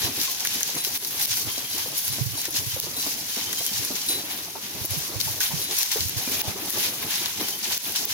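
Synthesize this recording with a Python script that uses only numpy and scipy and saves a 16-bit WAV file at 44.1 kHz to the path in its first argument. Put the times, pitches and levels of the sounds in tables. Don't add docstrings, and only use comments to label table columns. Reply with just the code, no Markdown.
import sys
import numpy as np
from scipy import signal
from scipy.fft import rfft, irfft
from scipy.io import wavfile
from scipy.ndimage import uniform_filter1d

SR = 44100
rng = np.random.default_rng(int(sys.argv[2]) if len(sys.argv) > 2 else 0)


def dump_mix(stems):
    frames = np.atleast_2d(stems).T
    limited = np.clip(frames, -1, 1)
    pcm = np.round(limited * 32767).astype(np.int16)
    wavfile.write(sys.argv[1], SR, pcm)


N = 358533
T = np.arange(N) / SR

# start in seconds, peak in dB, pitch in Hz.
WIND_PUFFS = [(0.039, -26, 95.5), (1.289, -31, 98.38), (1.469, -30, 101), (2.103, -30.5, 116),
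              (2.209, -14, 129), (2.26, -19, 113), (2.298, -30, 135), (2.319, -30, 109), (2.589, -28.5, 94),
              (2.665, -23, 115.7), (2.739, -33, 101), (2.844, -34, 122), (3.789, -28, 117),
              (4.813, -27, 97.81), (4.911, -23, 100.7), (4.968, -25, 154), (5.157, -22, 107.6),
              (5.26, -28.5, 142.2), (5.299, -25, 107.4), (5.533, -22.5, 160.5), (5.56, -26.5, 144),
              (6.004, -26, 86.58), (6.053, -23, 95), (6.165, -21, 106.2), (6.477, -24, 100.1)]
# time in seconds, level in dB.
SHUFFLE_LEVEL = [(0.0, -37), (0.4, -44.5), (1.65, -43.5), (2.8, -47), (3.26, -42.5), (3.58, -46),
                 (4.21, -41), (5.2, -44), (5.43, -41), (5.98, -49), (6.27, -38.5), (6.84, -39.5),
                 (7.61, -41.5), (7.81, -44.5), (8.13, -43.5)]
# frequency in Hz, relative level in dB per Hz.
GROUND_SPECTRUM = [(18, -45), (30, -4), (43, -38), (82, 4.5), (108, 0), (345, 3.5), (457, -7.5), (555, -3),
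                   (860, -1), (1290, -13.5), (2000, -6), (2600, -34), (4400, -120)]
# frequency in Hz, likeness (held to 0..1 in use).
PORT_LIKENESS = [(60, 0.5534), (130, 1), (290, 0.91), (640, 0.7137), (1410, -0.0887), (3100, -0.12),
                 (6820, -0.07), (15000, -0.01)]
# start in seconds, level in dB, pitch in Hz.
DISTANT_BLOWS = [(1.5016, -35.5, 3167), (1.5444, -37.5, 3200), (1.6483, -37, 3170), (1.735, -38, 3100),
                 (1.8244, -38.5, 3195), (2.704, -37.5, 3093), (3.3189, -38, 3080), (3.419, -36.5, 3080),
                 (3.4694, -34.5, 3104), (3.5746, -34, 3155), (3.6677, -34, 3139), (7.435, -37.5, 3062),
                 (7.5238, -35, 3096)]
# start in seconds, level in dB, pitch in Hz.
WOOD_SQUEAKS = [(6.2701, -30.5, 2400), (6.316, -33, 2370), (6.3704, -33, 2425)]
# start in seconds, level in dB, extra level of the upper pair in dB.
CLAPPER_BLOWS = [(0.0359, -32, -8), (0.778, -32, 5), (0.84, -35, -8), (1.5594, -34.5, -4), (1.709, -36, -8),
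                 (2.1171, -34, 0.5), (2.3755, -34, 6), (2.9665, -31.5, 1), (3.5838, -33.5, 1.5),
                 (4.0861, -25, 3), (4.3097, -39, 4), (5.616, -33, 3), (5.673, -35, -9), (7.1594, -35, -6)]
# pitch in Hz, relative level in dB, free 60 dB decay in seconds.
BELL_MODES = [(3978, 0, .9), (3950, -8, .6), (9706, 0, .4), (9678, -7, .4)]
# time in seconds, level in dB, pitch of the ring in Hz, toe knock against the ring in dB.
HOOF_FALLS = [(0.073, -35, 377, -4), (0.279, -34.5, 1056, -13), (0.693, -38, 470.3, 3),
              (0.87, -38, 394.5, 3.5), (1.2, -36.5, 805, -6), (1.577, -34, 261.5, 4.5),
              (1.782, -40, 936.2, -2), (1.859, -33, 504.6, 1), (2.186, -32.5, 253, 1.5),
              (2.375, -38, 900, -3), (2.483, -35, 320, 4.5), (2.545, -34, 266.4, -7.5),
              (2.763, -32.5, 517.5, -1), (2.833, -39, 444, -2), (2.867, -36, 360, 5.5),
              (3.066, -31, 277, 0.5), (3.369, -32.5, 244.9, 3), (3.606, -36, 671.5, 4.5),
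              (3.713, -36, 202, -12), (3.904, -27, 269.2, -4), (4.094, -30.5, 318, -17.5),
              (4.181, -32, 318.6, -15), (4.237, -35, 304, -4), (4.555, -30, 895, -0.5),
              (4.846, -32, 323.4, -3), (5.093, -36, 349.8, -3), (5.274, -32, 890, -9),
              (5.507, -34, 907, -17.5), (5.958, -24.5, 445, -2.5), (6.273, -28.5, 255, -1.5),
              (6.315, -29, 263, -12.5), (6.475, -32.5, 770, -6), (6.556, -31, 403, -13.5),
              (6.621, -33, 312, -12), (6.771, -30, 375, -5), (7.023, -38, 1032, -12.5),
              (7.176, -41, 340, -6), (7.213, -33.5, 340.9, -13), (7.408, -30, 360, 2),
              (7.492, -38, 385, -4), (7.709, -34, 960, 0), (8.063, -35, 430.2, -11)]
# start in seconds, tick level before leaf colour in dB, level of the shrill part in dB.
BRITTLE_STALKS = [(0.9757, -19, 5), (1.257, -6, 2.5), (2.417, -11, -4), (2.8003, -8, 0.5), (4.853, -12, 5),
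                  (6.417, -20.5, 2.5), (6.699, -21.5, 2.5), (7.7778, -14, 5), (8.053, -16, 2),
                  (8.111, -19.5, -7.5)]
# start in seconds, crack level before leaf colour in dB, centre in Hz,
# woody knock against the crack in dB, left minus right in dB.
TWIG_SNAPS = [(0.0172, -17, 3980, -14.5, 0.5), (0.2, -15.5, 4790, -24, 4.5), (0.2144, -13, 4220, -27, 3),
              (0.2325, -17, 5510, -22, 2), (0.347, -18.5, 5500, -20, 3), (0.405, -15, 6160, -21, -5),
              (0.4496, -9.5, 11300, -5, 4), (0.472, -8.5, 5960, -28, 1.5), (0.607, -18, 11300, -7, 8),
              (0.631, -5.5, 6258, -17, 7), (0.7512, -17, 6480, -15.5, 1.5), (0.848, -12, 4770, -20, 10),
              (1.048, -15, 5243, -20, 6), (1.072, -18.5, 12200, -20.5, 1), (1.108, -20, 11400, -20, 1.5),
              (1.196, -15.5, 11400, -9, 2), (1.2506, -16, 11700, -21.5, 6.5),
              (1.314, -17, 4040, -13.5, -1.5), (1.3703, -16.5, 11200, -12, 1.5),
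              (1.5802, -19, 5210, -22.5, -1), (1.7809, -14, 5480, -24, -3.5), (1.9763, -17, 11100, -27, 0),
              (2.0795, -12, 11700, -34, -1), (2.4537, -11.5, 6030, -16, -2), (2.5065, -23, 12300, -25, -1),
              (2.569, -15.5, 6570, -26, -3), (3.026, -16, 3860, -24, 4), (3.364, -22, 5950, -20, -0.5),
              (3.529, -11.5, 6890, -13.5, 0.5), (3.664, -11.5, 11200, -28.5, 2),
              (3.849, -16, 11500, -22, 1.5), (3.9545, -19, 4970, -24, 11), (4.063, -18, 11200, -28.5, 1.5),
              (4.85, -17, 12200, -20.5, 7), (4.858, -7, 12000, -30.5, 2), (4.907, -18, 11400, -33.5, 2),
              (5.2018, -18, 4970, -34, 20), (5.2123, -10, 5040, -39, 11), (5.404, -8.5, 6270, -7, -4),
              (5.71, -20, 5670, -20, -3.5), (5.787, -10, 11700, -25, 2.5), (5.641, -19, 11500, -26, 2),
              (5.8308, -9, 5160, -28.5, 7), (5.917, -14, 6170, -22.5, 5), (5.9698, -17.5, 11700, -12, 1),
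              (6.0065, -13, 4730, -22, 1), (6.083, -18.5, 12000, -29, 1.5), (6.0945, -16, 11300, -29, 5),
              (6.7042, -10.5, 11200, -17.5, 11.5), (7.027, -21, 3000, -2, -3.5),
              (7.1072, -14.5, 11300, -13.5, 6), (7.2583, -13.5, 4010, -20, 4.5),
              (7.4117, -16.5, 4886, -27, 7), (7.4839, -17, 5280, -13, 5.5), (7.721, -21.5, 5430, -18, -1.5),
              (7.726, -21, 3480, -11.5, -4), (7.8038, -19, 6200, -23, 1.5), (7.9212, -16.5, 12200, -28, 6),
              (7.9595, -18, 3500, -31.5, 15.5)]
# frequency in Hz, relative level in dB per Hz.
LEAF_SPECTRUM = [(590, -15), (1000, -9), (1290, -16), (1500, -8.5), (1830, -8), (3190, -2.5), (3670, -1.5),
                 (3930, -1.5), (4210, -2.5), (6180, 0), (8160, -11.5), (11400, 1.5), (13600, -5.5),
                 (14900, 1.5), (16000, -10.5)]
# frequency in Hz, left minus right in dB.
PORT_BALANCE = [(60, -6.0), (110, -5.5), (200, -2.5), (380, -1.5), (700, -3), (1290, 2), (2380, 3),
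                (4400, 0.5), (8120, 2), (15000, 0)]
# peak time in seconds, level of the middling leaves in dB, seconds to swell
# by 10 dB, seconds to fade by 10 dB, heavy leaves against middling in dB, crisp leaves likewise in dB.
LEAF_PULLS = [(0.05, -28, 0.12, 0.084, -2, 0.5), (0.228, -25.5, 0.087, 0.15, -5, 0.0),
              (0.399, -32.5, 0.00859, 0.21, -4.5, -3.5), (0.519, -30, 0.084, 0.23, -4.5, -1),
              (0.638, -30.5, 0.008, 0.2541, -3.5, -2.0), (0.839, -30.5, 0.004, 0.19, -6, 0.5),
              (0.956, -33, 0.016, 0.045, 0.5, 3), (1.076, -33, 0.05526, 0.01834, -8.5, 4),
              (1.112, -36.5, 0.01442, 0.291, -4.0, 3), (1.217, -26, 0.067, 0.26, -6, 0.5),
              (1.319, -27, 0.017, 0.0268, -4, -0.5), (1.371, -30.5, 0.004, 0.0773, -5.0, -1),
              (1.496, -35.5, 0.039, 0.0374, 3, 0.5), (1.583, -33, 0.043, 0.093, -1.5, 0),
              (1.74, -31.5, 0.06643, 0.32, -4, 0.5), (1.803, -33, 0.031, 0.041, -2.5, 0.5),
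              (1.986, -30.5, 0.036, 0.0668, -10, 4.5), (2.118, -31.5, 0.151, 0.17, -4, 0.5),
              (2.209, -36, 0.0432, 0.12, -10.5, 2), (2.417, -31.5, 0.071, 0.026, -5.5, -0.5),
              (2.462, -31.5, 0.0768, 0.02065, -4.5, -0.5), (2.57, -25, 0.031, 0.054, -7, -3),
              (2.8, -33.5, 0.33, 0.2, -3.5, 2.5), (3.05, -30.5, 0.04987, 0.074, -5.5, -1),
              (3.119, -31, 0.225, 0.13, -7.5, 0.5), (3.365, -30, 0.16, 0.2087, -3.5, -2),
              (3.513, -34, 0.021, 0.0307, -4.0, 0.5), (3.622, -32, 0.219, 0.37, -4.5, 1.5),
              (3.783, -30, 0.0807, 0.2, -5.5, -1.0), (3.952, -32, 0.011, 0.2622, -4.5, -1.0),
              (4.093, -31.5, 0.012, 0.087, -3, 3.5), (4.307, -36, 0.0745, 0.17, -1, 2),
              (4.63, -38, 0.02967, 0.22, 0, -2), (4.852, -34, 0.1027, 0.3, -5.5, -1),
              (4.96, -33.5, 0.094, 0.3, -5.5, 0.0), (5.205, -29.5, 0.0079, 0.201, -4.5, 1.5),
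              (5.409, -24.5, 0.00338, 0.07332, -1.5, 2), (5.602, -33, 0.17, 0.15, -3, 2),
              (5.712, -29.5, 0.0101, 0.1486, -2, -3.5), (5.794, -24, 0.066, 0.11, -7.0, -0.5),
              (5.918, -25, 0.01, 0.03134, -3, -5.5), (5.989, -27, 0.073, 0.108, -6.5, -0.5),
              (6.184, -30.5, 0.06302, 0.16, -3.5, 0.5), (6.319, -28.5, 0.02709, 0.12, -3.0, -2),
              (6.41, -29.5, 0.067, 0.02, -2.5, 3), (6.49, -34.0, 0.04213, 0.068, -1.5, -3),
              (6.699, -35, 0.099, 0.31, -9, 3), (6.857, -28.5, 0.2, 0.098, -1, 1),
              (7.028, -33, 0.037, 0.05, -0.5, 3), (7.122, -27, 0.034, 0.18, -1.5, 0.0),
              (7.301, -39.5, 0.042, 0.2984, -3.5, 1), (7.441, -34.5, 0.131, 0.31, -2.0, -0.5),
              (7.487, -32, 0.01, 0.055, -9, 4), (7.644, -30, 0.041, 0.086, -2.5, -1.5),
              (7.726, -28, 0.018, 0.1508, -3, -1), (7.865, -32.5, 0.0238, 0.071, -2, 3),
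              (7.96, -25.5, 0.011, 0.086, -4.5, -3), (8.13, -30, 0.16, 0.299, -2.5, -2)]
# levels of heavy, middling and crisp leaves in dB.
LEAF_REST_DB = (-45, -41, -39)

CALM_DB, RUMBLE_DB, RUMBLE_FADE_S = -59.5, -38.5, 0.061
SHELTER_DB, RUMBLE_SHELTER_DB = -30, -17.0
TINKLE_T60_S, SQUEAK_T60_S = 0.19, 0.0992
HOOF_PAN_DB = -1.2525
SHAKEN_DB, SHAKEN_T60_S = -14, 0.069
TOP_HZ = 15900


def undb(db):
    return 10 ** (np.asarray(db) / 20)


def unit(x):
    return x / np.sqrt(np.mean(x ** 2))


def along(table, hz):
    table_hz, values = np.transpose(table)
    return np.interp(np.log(hz + 1), np.log(table_hz + 1), values)


def colour(x, *, shape_db, size=2048):
    hz = np.arange(size // 2 + 1) * SR / size
    cepstrum = irfft(np.log(undb(shape_db(hz))))
    cepstrum[1:size // 2] *= 2
    cepstrum[size // 2 + 1:] = 0
    return signal.fftconvolve(x, irfft(np.exp(rfft(cepstrum))))[:N]


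def band(x, lo_hz, hi_hz, order=2):
    return signal.sosfilt(signal.butter(order, [lo_hz, hi_hz], "band", fs=SR, output="sos"), x)


def walk(rate):
    k = int(SR / rate)
    steps = np.repeat(rng.standard_normal(N // k + 1), k)
    return 1.48 * uniform_filter1d(steps, k)[:N]


def swells(s, db, rise_s, fall_s, rest_db):
    s, db, rise_s, fall_s = (np.reshape(v, (-1, 1)) for v in (s, db, rise_s, fall_s))
    coarse = np.arange(0, N / SR + .01, .002)
    after = coarse - s
    slope = np.where(after < 0, -after / rise_s, after / fall_s)
    power = np.sum(undb(db - 10 * slope) ** 2, axis=0) + undb(rest_db) ** 2
    return np.interp(T, coarse, 10 * np.log10(power))


def add(out, s, sound, pan_db, lag=0):
    first = int(s * SR)
    for c, (i, gain_db) in enumerate(((first + lag, pan_db / 2), (first, -pan_db / 2))):
        part = sound[c] if sound.ndim == 2 else sound
        n = min(len(part), N - i)
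        out[c, i:i + n] += undb(gain_db) * part[:n]


def ring(hz, t60, rise=0.0003436):
    t = np.arange(int(t60 * SR) + 1) / SR
    decay = np.exp(-np.log(1000) * t / t60)
    return np.sin(2 * np.pi * hz * t) * decay * (1 - np.exp(-t / rise))


def burst(noise, rise, fall):
    t = T[:noise.shape[-1]]
    x = noise * (1 - np.exp(-t / rise)) ** 2 * np.exp(-t / fall)
    return x / np.abs(x).max()


def wind():
    lumps = undb(np.array([walk(21), walk(25)]))
    puff_s = np.array(WIND_PUFFS)[:, 0]
    gust_db = swells(puff_s, RUMBLE_DB, RUMBLE_FADE_S, RUMBLE_FADE_S, CALM_DB)
    rumble = band(rng.standard_normal((2, N)) * lumps, 66, 161, order=3)
    out = unit(rumble) * undb(gust_db)
    out[0] *= undb(RUMBLE_SHELTER_DB)
    for s, db, hz in WIND_PUFFS:
        puff = ring(hz, 0.075, rise=0.0094)
        add(out, s, undb(db + SHELTER_DB / 2) * puff / np.abs(puff).max(), SHELTER_DB)
    return out


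def ground():
    out, tread_db = 0, 2.64 * walk(24)
    for hz in 22.5 * 2 ** np.arange(0, 6.6, .5):
        both, left, right = band(rng.standard_normal((3, N)), hz / 2 ** 0.15, hz * 2 ** 0.36)
        alike = np.clip(along(PORT_LIKENESS, hz), 0, 1)
        pair = np.sqrt(alike) * both + np.sqrt(1 - alike) * np.array([left, right])
        flicker_db = tread_db + 2.5 * walk(30)
        out = out + undb(along(GROUND_SPECTRUM, hz) + flicker_db) * pair
    s, level_db = np.transpose(SHUFFLE_LEVEL)
    return unit(out) * undb(np.interp(T, s, level_db))


def chimes(table, t60, pan_db):
    out = np.zeros((2, N))
    for s, db, hz in table:
        add(out, s, undb(db) * ring(hz, t60, rise=0.001438), pan_db)
    return out


def distant_bell():
    return chimes(DISTANT_BLOWS, TINKLE_T60_S, 12.64)


def squeaks():
    return chimes(WOOD_SQUEAKS, SQUEAK_T60_S, 1.0)


def bell():
    out = np.zeros((2, N))
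    split_hz = 2 * BELL_MODES[0][0]
    for s, db, upper_db in CLAPPER_BLOWS:
        free_s = 0.084 * undb(1.3 * (db + 27.5))
        for hz, mode_db, t60 in BELL_MODES:
            tone = ring(hz, t60)
            tone *= np.exp(-np.maximum(T[:len(tone)] - free_s, 0) / 0.0178)
            add(out, s, undb(db + mode_db + upper_db * (hz > split_hz)) * tone, 1.5, lag=3)
    return out


def hooves():
    out, t = np.zeros((2, N)), T[:SR // 6]
    late = int(0.00388 * SR)
    for s, db, hz, knock_db in HOOF_FALLS:
        noise = rng.standard_normal((3, len(t)))
        rough_tone = np.sin(2 * np.pi * 590 * (1 + .1 * noise[0, 0]) * t)
        toe = rough_tone + 6.0 * band(noise[0], 350, 950)
        step = undb(knock_db) * burst(toe, .002, .006)
        body = ring(hz, 0.058, rise=0.0013015)
        step[late:late + len(body)] += body / np.abs(body).max()
        add(out, s - .003, undb(db) * step, HOOF_PAN_DB)
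        grit = burst(band(noise[1:], 164.73, 1020), 0.0038, 0.03)
        add(out, s, undb(db) * grit, HOOF_PAN_DB)
    return out


def shrill(noise):
    return burst(band(noise, 17500, 21000, order=3), .0002, .0008)


def leafy(pair):
    def port(x, side):
        return colour(x, shape_db=lambda hz: along(LEAF_SPECTRUM, hz)
                      + side * along(PORT_BALANCE, np.maximum(hz, 1000)))
    return np.array([port(pair[0], .5), port(pair[1], -.5)])


def stalks():
    out, top = np.zeros((2, N)), np.zeros((2, N))
    for s, db, shrill_db in BRITTLE_STALKS:
        noise = rng.standard_normal(300)
        tick = burst(band(noise, 5560, 13000, order=1), 0.000087, 0.00015)
        add(out, s, undb(db) * tick, 4.0, lag=4)
        add(top, s, undb(shrill_db) * shrill(noise), 0)
    return leafy(out) * undb(4.0) + top


def twigs():
    out, top, t = np.zeros((2, N)), np.zeros((2, N)), T[:SR // 10]
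    for s, db, hz, wood_db, pan_db in TWIG_SNAPS:
        noise = rng.standard_normal((4, len(t)))
        noise = .5 * noise + 1.071 * band(noise, hz / 1.23, min(hz * 1.28, 18000), order=1)
        crack = burst(noise[0], .0003, .001)
        wood = undb(wood_db) * burst(band(noise[3], 1354.4, 2050), 0.0011, 0.0052)
        add(out, s, undb(db) * (crack + wood), pan_db, lag=4)
        shaken = unit(noise[1:3]) * np.exp(-np.log(1000) * t / SHAKEN_T60_S)
        add(out, s, undb(db + SHAKEN_DB) * shaken, 1.0)
        add(top, s, undb(db + 5.5) * shrill(rng.standard_normal(300)), 0)
    return leafy(out) * undb(4.0) + top


def crackle(rate, spread_db, smear_s):
    size_db = spread_db * np.minimum(rng.exponential(size=N), 3.0)
    folds = (rng.random(N) < rate / SR) * undb(size_db)
    return unit(signal.lfilter([1], [1, -np.exp(-1 / (smear_s * SR))], folds))


def tone_grains(count=2500):
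    when, pitch, size, side = rng.random((count, 4)).T
    t = T[:400]
    hz = 1200 * 13 ** pitch[:, None]
    level = undb(-4.0 * np.log(size + 0.0485))[:, None]
    tones = np.sqrt(hz) * np.sin(2 * np.pi * hz * t) * np.exp(-t / 0.0022) * level
    place = ((when * N).astype(int)[:, None] + np.arange(len(t))).ravel()
    ports = [np.bincount(place, (tones * g[:, None]).ravel(), N)[:N] for g in (side, 1 - side)]
    return unit(np.array(ports))


def leaves():
    s, db, swell_s, fade_s, heavy_db, crisp_db = np.transpose(LEAF_PULLS)
    folds, shake_db, grains = crackle(150, 3.0, .005), .4 * walk(30), tone_grains()
    out = np.zeros((2, N))
    sizes = ((700, 4000, heavy_db), (4000, 9000, 0), (9000, 17000, crisp_db))
    for (lo, hi, rel_db), shared, rest_db in zip(sizes, (.55, .45, .25), LEAF_REST_DB):
        pull_db = swells(s, db + rel_db, np.maximum(swell_s, .002), fade_s, rest_db)
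        own_folds = crackle(250, 3.0, .0025)
        near, left, right = rng.standard_normal((3, N))
        pair = np.array([shared * np.roll(near, 5) + left, shared * near + right])
        crackling = pair * (1 + 0.17076 * folds + 0.18084 * own_folds)
        rustle = band(crackling + 0.23 * grains, lo, hi, order=4)
        out += unit(leafy(rustle)) * undb(pull_db + shake_db + 0.836 * walk(40))
    return out


def scene():
    background = wind() + ground() + distant_bell() + squeaks()
    return background + bell() + hooves() + stalks() + twigs() + leaves()


def record(dry):
    peak_db = 20 * np.log10(np.abs(dry).max(axis=0) + 1e-9)
    over_db = np.maximum(peak_db + 4.5, 0)
    climb_db = 170 * T
    held_db = np.maximum.accumulate(over_db + climb_db) - climb_db
    follow = np.exp(-1 / (.001 * SR))
    gain = undb(-signal.lfilter([1 - follow], [1, -follow], held_db))
    return signal.sosfilt(signal.ellip(10, .3, 80, TOP_HZ, fs=SR, output="sos"), dry * gain)


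dry = scene()
out = record(dry)
dump_mix(out)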